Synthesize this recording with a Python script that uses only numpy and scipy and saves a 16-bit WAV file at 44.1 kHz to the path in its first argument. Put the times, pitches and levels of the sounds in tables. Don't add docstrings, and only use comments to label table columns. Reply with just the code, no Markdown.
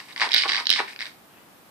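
import sys
import numpy as np
from scipy import signal
from scipy.fft import rfft, irfft
from scipy.io import wavfile

SR = 44100
rng = np.random.default_rng(int(sys.argv[2]) if len(sys.argv) > 2 else 0)


def to_wav(sig):
    pcm = np.clip(np.atleast_2d(sig), -1, 1) * 32767
    pcm = np.round(pcm).astype(np.int16)
    wavfile.write(sys.argv[1], SR, pcm.T)


N = 74970

# (start [s], length [s], claw hiss [dB], shoe hollow [dB], sole rub [dB],
# change of the hiss over the stroke [dB], starting pitch of the rub [Hz])
PAW_STROKES = [(-0.03, 0.03, -41.5, -30.5, -37, 1.5, 1180), (0.02, 0.11, -54, -52, -58, -5, 1110),
               (0.08, 0.053, -51, -45, -56, 1, 1110), (0.162, 0.057, -46.5, -39, -41, 10, 1070),
               (0.203, 0.026, -26.5, -32.5, -21.5, -1, 1090), (0.228, 0.035, -29.5, -25.5, -24, -6.5, 936),
               (0.309, 0.033, -30, -30.5, -57, -1.5, 1220), (0.343, 0.01, -32, -20.5, -48, 7, 1210),
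               (0.359, 0.08, -21.5, -26, -46, -8, 1200), (0.435, 0.029, -36, -42, -30.5, -19, 1195),
               (0.48, 0.013, -28.5, -30, -55.5, 7, 1200), (0.486, 0.11, -31.5, -35.5, -34, -2.5, 1160),
               (0.581, 0.032, -36.5, -30.5, -34, -7.5, 1140), (0.706, 0.053, -22.5, -31, -51, -8.5, 1240),
               (0.757, 0.037, -28.5, -26, -32.5, -3, 1225), (0.786, 0.011, -32.5, -22, -25, -5.5, 970),
               (0.875, 0.053, -44.5, -40.5, -68, -5, 1110), (0.995, 0.083, -42, -38.5, -50.5, -7, 1110)]
def scraping(attack_s=0.005, release_s=0.013, hollow_fade_db=-8, sole_swell_db=1):
    t, power, rub_hz = np.arange(N) / SR, np.zeros((3, N)), np.zeros(N)
    for start, length, claw_db, hollow_db, sole_db, change_db, hz in PAW_STROKES:
        progress = np.clip((t - start) / length, 0, 1)
        fade_in = np.clip((t - start) / attack_s, 0, 1)
        fade_out = np.exp(-np.maximum(t - start - length, 0) / release_s)
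        levels_db = [claw_db + change_db * progress,
                     hollow_db + hollow_fade_db * progress,
                     sole_db + sole_swell_db * (progress - 1)]
        power += (fade_in * fade_out * amp(levels_db)) ** 2
        rub_hz = np.where(t >= start, hz * (1 - 0.085 * progress), rub_hz)
    claw, hollow, sole = [np.sqrt(p) * tiny_slips() for p in power]
    rub = amp(-10) * sole + resonate(sole, rub_hz, width_hz=148)
    strength = np.sqrt(power.sum(0))
    fur = amp(-37) * strength ** 0.45 * rng.standard_normal(N)
    return claw, hollow, rub, fur


# (time [s], relative level [dB], claw level above shoe hollow [dB])
CLAW_SNAGS = [(0.1622, -19, -3.5), (0.1780, -21, 10), (0.1989, -16, -5), (0.2066, -15, 1),
              (0.2170, -6.5, -9), (0.2247, -8.5, -24), (0.233, -9.5, -14), (0.2907, -18, 10),
              (0.3087, -19, -7), (0.3186, -9, 16), (0.3326, -9, 31), (0.3399, -5.5, 9), (0.3452, 0, 6),
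              (0.3629, -5.5, 5), (0.3728, -27, 8), (0.3815, -7.5, 30.5), (0.4110, -18.5, -6),
              (0.4216, -10, 4.5), (0.4364, -10, -35), (0.4796, -16, 10), (0.4927, -5, 6),
              (0.4992, -10.5, -15), (0.5197, -7.5, -1), (0.533, -11, 2), (0.5367, -14, 5), (0.5471, -9, -3),
              (0.5569, -11.5, 1.5), (0.5659, -12.5, 6.5), (0.5734, -18, -1.5), (0.5798, -12.5, -6),
              (0.6005, -16.5, -1), (0.6563, -17, 13), (0.6695, -4.5, 16.5), (0.6937, -7, 8),
              (0.7026, 1.5, 57), (0.7146, -8.5, 5), (0.7273, -6.5, 12), (0.7375, -8, 7),
              (0.7919, -17.5, -35), (0.8821, -38, 1), (0.9328, -29.5, -17), (0.9620, -23, -7.5),
              (0.9913, -23, -1), (0.9977, -28, -4), (1.0068, -18.5, -3), (1.0159, -18.5, -4),
              (1.0207, -20, 16), (1.0252, -22.5, 0), (1.0561, -22.5, -2), (1.0666, -23, -5),
              (1.0953, -35, -3)]
def snagging(boost_db=7, chatter_db=-3.5, chatter_s=0.00045, size=400):
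    claw, hollow, t = np.zeros(N), np.zeros(N), np.arange(size) / SR
    soften = signal.butter(3, 6050, fs=SR)
    for start, db, bright_db in CLAW_SNAGS:
        slip = rng.standard_normal(size) * t * np.exp(-t / chatter_s)
        slip *= amp(chatter_db) / np.linalg.norm(slip)
        slip[0] += 1
        slip = signal.lfilter(*soften, slip)
        slip *= amp(db + boost_db) / np.hypot(1, amp(bright_db)) / np.linalg.norm(slip)
        add(claw, start, slip * amp(bright_db))
        add(hollow, start, slip)
    return claw, hollow


# (frequency [Hz], relative level [dB])
CLAW_TONE = [(30, -69), (200, -20), (1000, -29), (2300, -11), (3000, -0.5), (3700, 2), (4300, 2),
             (5200, -0.5), (6200, -18), (7200, -23.5), (8800, -20.5), (10500, -53), (15000, -94)]
HOLLOW_TONE = [(30, -82.5), (150, -38.5), (400, -18.5), (1200, -18.5), (1650, -0.5), (2100, 5),
               (2700, -3.5), (4000, -20), (5300, -15.5), (6400, -28), (9000, -44.5), (11000, -33),
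               (15000, -107)]
SOLE_TONE = [(40, -56), (130, -35), (250, -13.5), (420, -11.5), (560, -1.5), (850, 5.5), (1150, 5),
             (1600, 5.5), (3000, -17.5), (6000, -13), (15000, -72)]
FUR_TONE = [(1500, -22), (5500, 14.5), (7000, 10.5), (8700, 16.5), (10500, 5), (15000, -75)]
# (left minus right [dB], how alike the two ears are [0-1])
CLAW_PLACE, HOLLOW_PLACE, SOLE_PLACE, FUR_PLACE = (-15, 0.1), (6.9, 0.54), (0, 0.9), (-2.6, 0.067)
def digging():
    claw, hollow, rub, fur = scraping()
    claw_snags, hollow_snags = snagging()
    return (radiate(claw + claw_snags, CLAW_TONE, CLAW_PLACE)
            + radiate(hollow + hollow_snags, HOLLOW_TONE, HOLLOW_PLACE)
            + radiate(rub, SOLE_TONE, SOLE_PLACE)
            + radiate(fur, FUR_TONE, FUR_PLACE))


# (time [s], relative level [dB])
PAW_KNOCKS = [(0.2181, -23.5), (0.2343, -28), (0.264, -24.5), (0.2680, -23), (0.2752, -22), (0.4576, -16.5),
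              (0.4638, -18), (0.6081, -25), (0.7964, -16), (0.8035, -9.5)]
# (frequency [Hz], relative level [dB])
KNOCK_TONE = [(40, -50), (150, -30.5), (300, -6.5), (410, 4), (560, -1.5), (820, 5), (1150, 1.5),
              (1700, -0.5), (3000, -8.5), (6000, -34), (15000, -62)]
# (frequency [Hz], relative level [dB], time to fade by 60 dB [s])
SHOE_NOTES = [(397.6, -44.5, 0.25), (789, -44, 0.25), (1120, -42, 0.072)]
def knocking(boost_db=12, rise_s=0.0011, size=8000):
    blows, t = np.zeros(N), np.arange(size) / SR
    for start, db in PAW_KNOCKS:
        add(blows, start, amp([db + boost_db]))
    ringing = sum(amp(db) * die_away(t, fade_s) * np.cos(2 * np.pi * hz * t)
                  for hz, db, fade_s in SHOE_NOTES)
    ringing *= np.minimum(t / rise_s, 1)
    return radiate(blows, KNOCK_TONE, SOLE_PLACE) + signal.fftconvolve(blows, ringing)[:N]


# (frequency [Hz], relative level [dB])
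SETTLING_TONE = [(300, -32), (1300, -11), (1900, 1.5), (2300, -2), (2700, 4), (3400, -3), (4200, -23),
                 (15000, -35)]
def settling(start_s=1.294, length_s=0.17, level_db=-59.5):
    progress = np.clip((np.arange(N) / SR - start_s) / length_s, 0, 1)
    rub = amp(level_db) * np.sin(np.pi * progress) * tiny_slips()
    return radiate(rub, SETTLING_TONE, HOLLOW_PLACE)


# (frequency [Hz], time to fade by 60 dB [s])
ECHO_TIMES = [(150, 0.26), (500, 0.29), (2000, 0.3), (5000, 0.31), (12000, 0.26)]
def room_echo(sound, level_db=-10.5, rise_s=0.0093, size=256):
    hz, t, bands = signal.stft(rng.standard_normal((2, SR // 2)), SR, nperseg=size)
    bands = bands * die_away(t, look_up(ECHO_TIMES, hz)[:, None])
    tail = signal.istft(bands, SR, nperseg=size)[1]
    tail *= np.minimum(np.arange(tail.shape[1]) / SR / rise_s, 1)
    tail /= np.linalg.norm(tail, axis=1, keepdims=True)
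    blended = sound + 0.59 * sound[::-1]
    return amp(level_db) * signal.fftconvolve(blended, tail, axes=1)[:, :N]


# (frequency [Hz], relative level [dB])
HUM_TONE = [(15, -37.5), (25, -23.5), (167, -5.5), (309, -4.5), (354, -6), (558, -9), (729, -6), (927, -8),
            (1240, -9), (1910, -13), (5280, -21), (6540, -23), (13500, -20.5), (15000, -12.5)]
# (frequency [Hz], how alike the two ears are [0-1])
HUM_LIKENESS = [(50, 0), (200, 0.78), (700, 0.35), (2000, 0), (10000, 0.07)]
def room_hum(level_db=-49.5):
    hz = np.fft.rfftfreq(N, 1 / SR)
    left, other = rfft(rng.standard_normal((2, N)))
    alike = look_up(HUM_LIKENESS, hz)
    right = alike * left + np.sqrt(1 - alike ** 2) * other
    spectrum = np.array([left, right]) * amp(look_up(HUM_TONE, hz))
    return amp(level_db) * unit(irfft(spectrum, N))


def tiny_slips(per_second=2000, spread_db=3):
    chance, sign = rng.random((2, N))
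    sizes = amp(spread_db * np.minimum(rng.exponential(1, N), 3))
    return unit(sizes * np.sign(sign - .5) * (chance < per_second / SR))


def resonate(sound, hz, width_hz):
    turn = np.exp(2j * np.pi * np.cumsum(hz) / SR)
    feedback = np.exp(-np.pi * width_hz / SR)
    return 2 * (turn * signal.lfilter([1 - feedback], [1, -feedback], sound / turn + 1e-18)).real


def toned_click(tone, size, suddenness=0.62):
    hz = abs(np.fft.fftfreq(size, 1 / SR))
    log_gain = np.log(amp(look_up(tone, hz)))
    phase = -suddenness * signal.hilbert(log_gain).imag
    click = np.fft.fftshift(np.fft.ifft(np.exp(log_gain + 1j * phase)).real)
    return click / np.linalg.norm(click)


def radiate(sound, tone, place, bounce_db=-7, bounce_s=0.0047, size=2048):
    side_db, likeness = place
    t = np.arange(size) / SR
    bounces = rng.standard_normal((2, size)) * np.exp(-t / bounce_s) * (t > .001)
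    bounces *= amp(bounce_db) / np.linalg.norm(bounces, axis=1, keepdims=True)
    pan = unit(amp([side_db / 2, -side_db / 2]))
    click = toned_click(tone, size)
    right = (signal.hilbert(click) * np.exp(1j * np.arccos(likeness))).real
    paths = signal.fftconvolve(click[None], bounces, axes=1) / np.sqrt(2)
    paths[:, :size] += np.array([click, right]) * pan[:, None]
    return signal.fftconvolve(sound[None], paths, axes=1)[:, size // 2:][:, :N]


def amp(db):
    return 10 ** (np.asarray(db) / 20)


def unit(x):
    return x / np.sqrt(np.mean(x ** 2) + 1e-20)


def die_away(t, fade_s):
    return np.exp(-np.log(1000) * t / fade_s)


def look_up(table, hz):
    row_hz, values = np.transpose(table)
    return np.interp(np.log(hz + 1), np.log(row_hz + 1), values)


def add(track, start_s, sound):
    part = track[max(round(start_s * SR), 0):][:len(sound)]
    part += sound[:len(part)]


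def scene():
    shoe = digging() + knocking() + settling()
    return shoe + room_echo(shoe) + room_hum()


def record(dry, cutoff_hz=14650):
    low_pass = signal.firwin(255, cutoff_hz, window=("kaiser", 8), fs=SR)
    return signal.oaconvolve(np.clip(dry, -1, 1), low_pass[None], "same")


dry = scene()
out = record(dry)
to_wav(out)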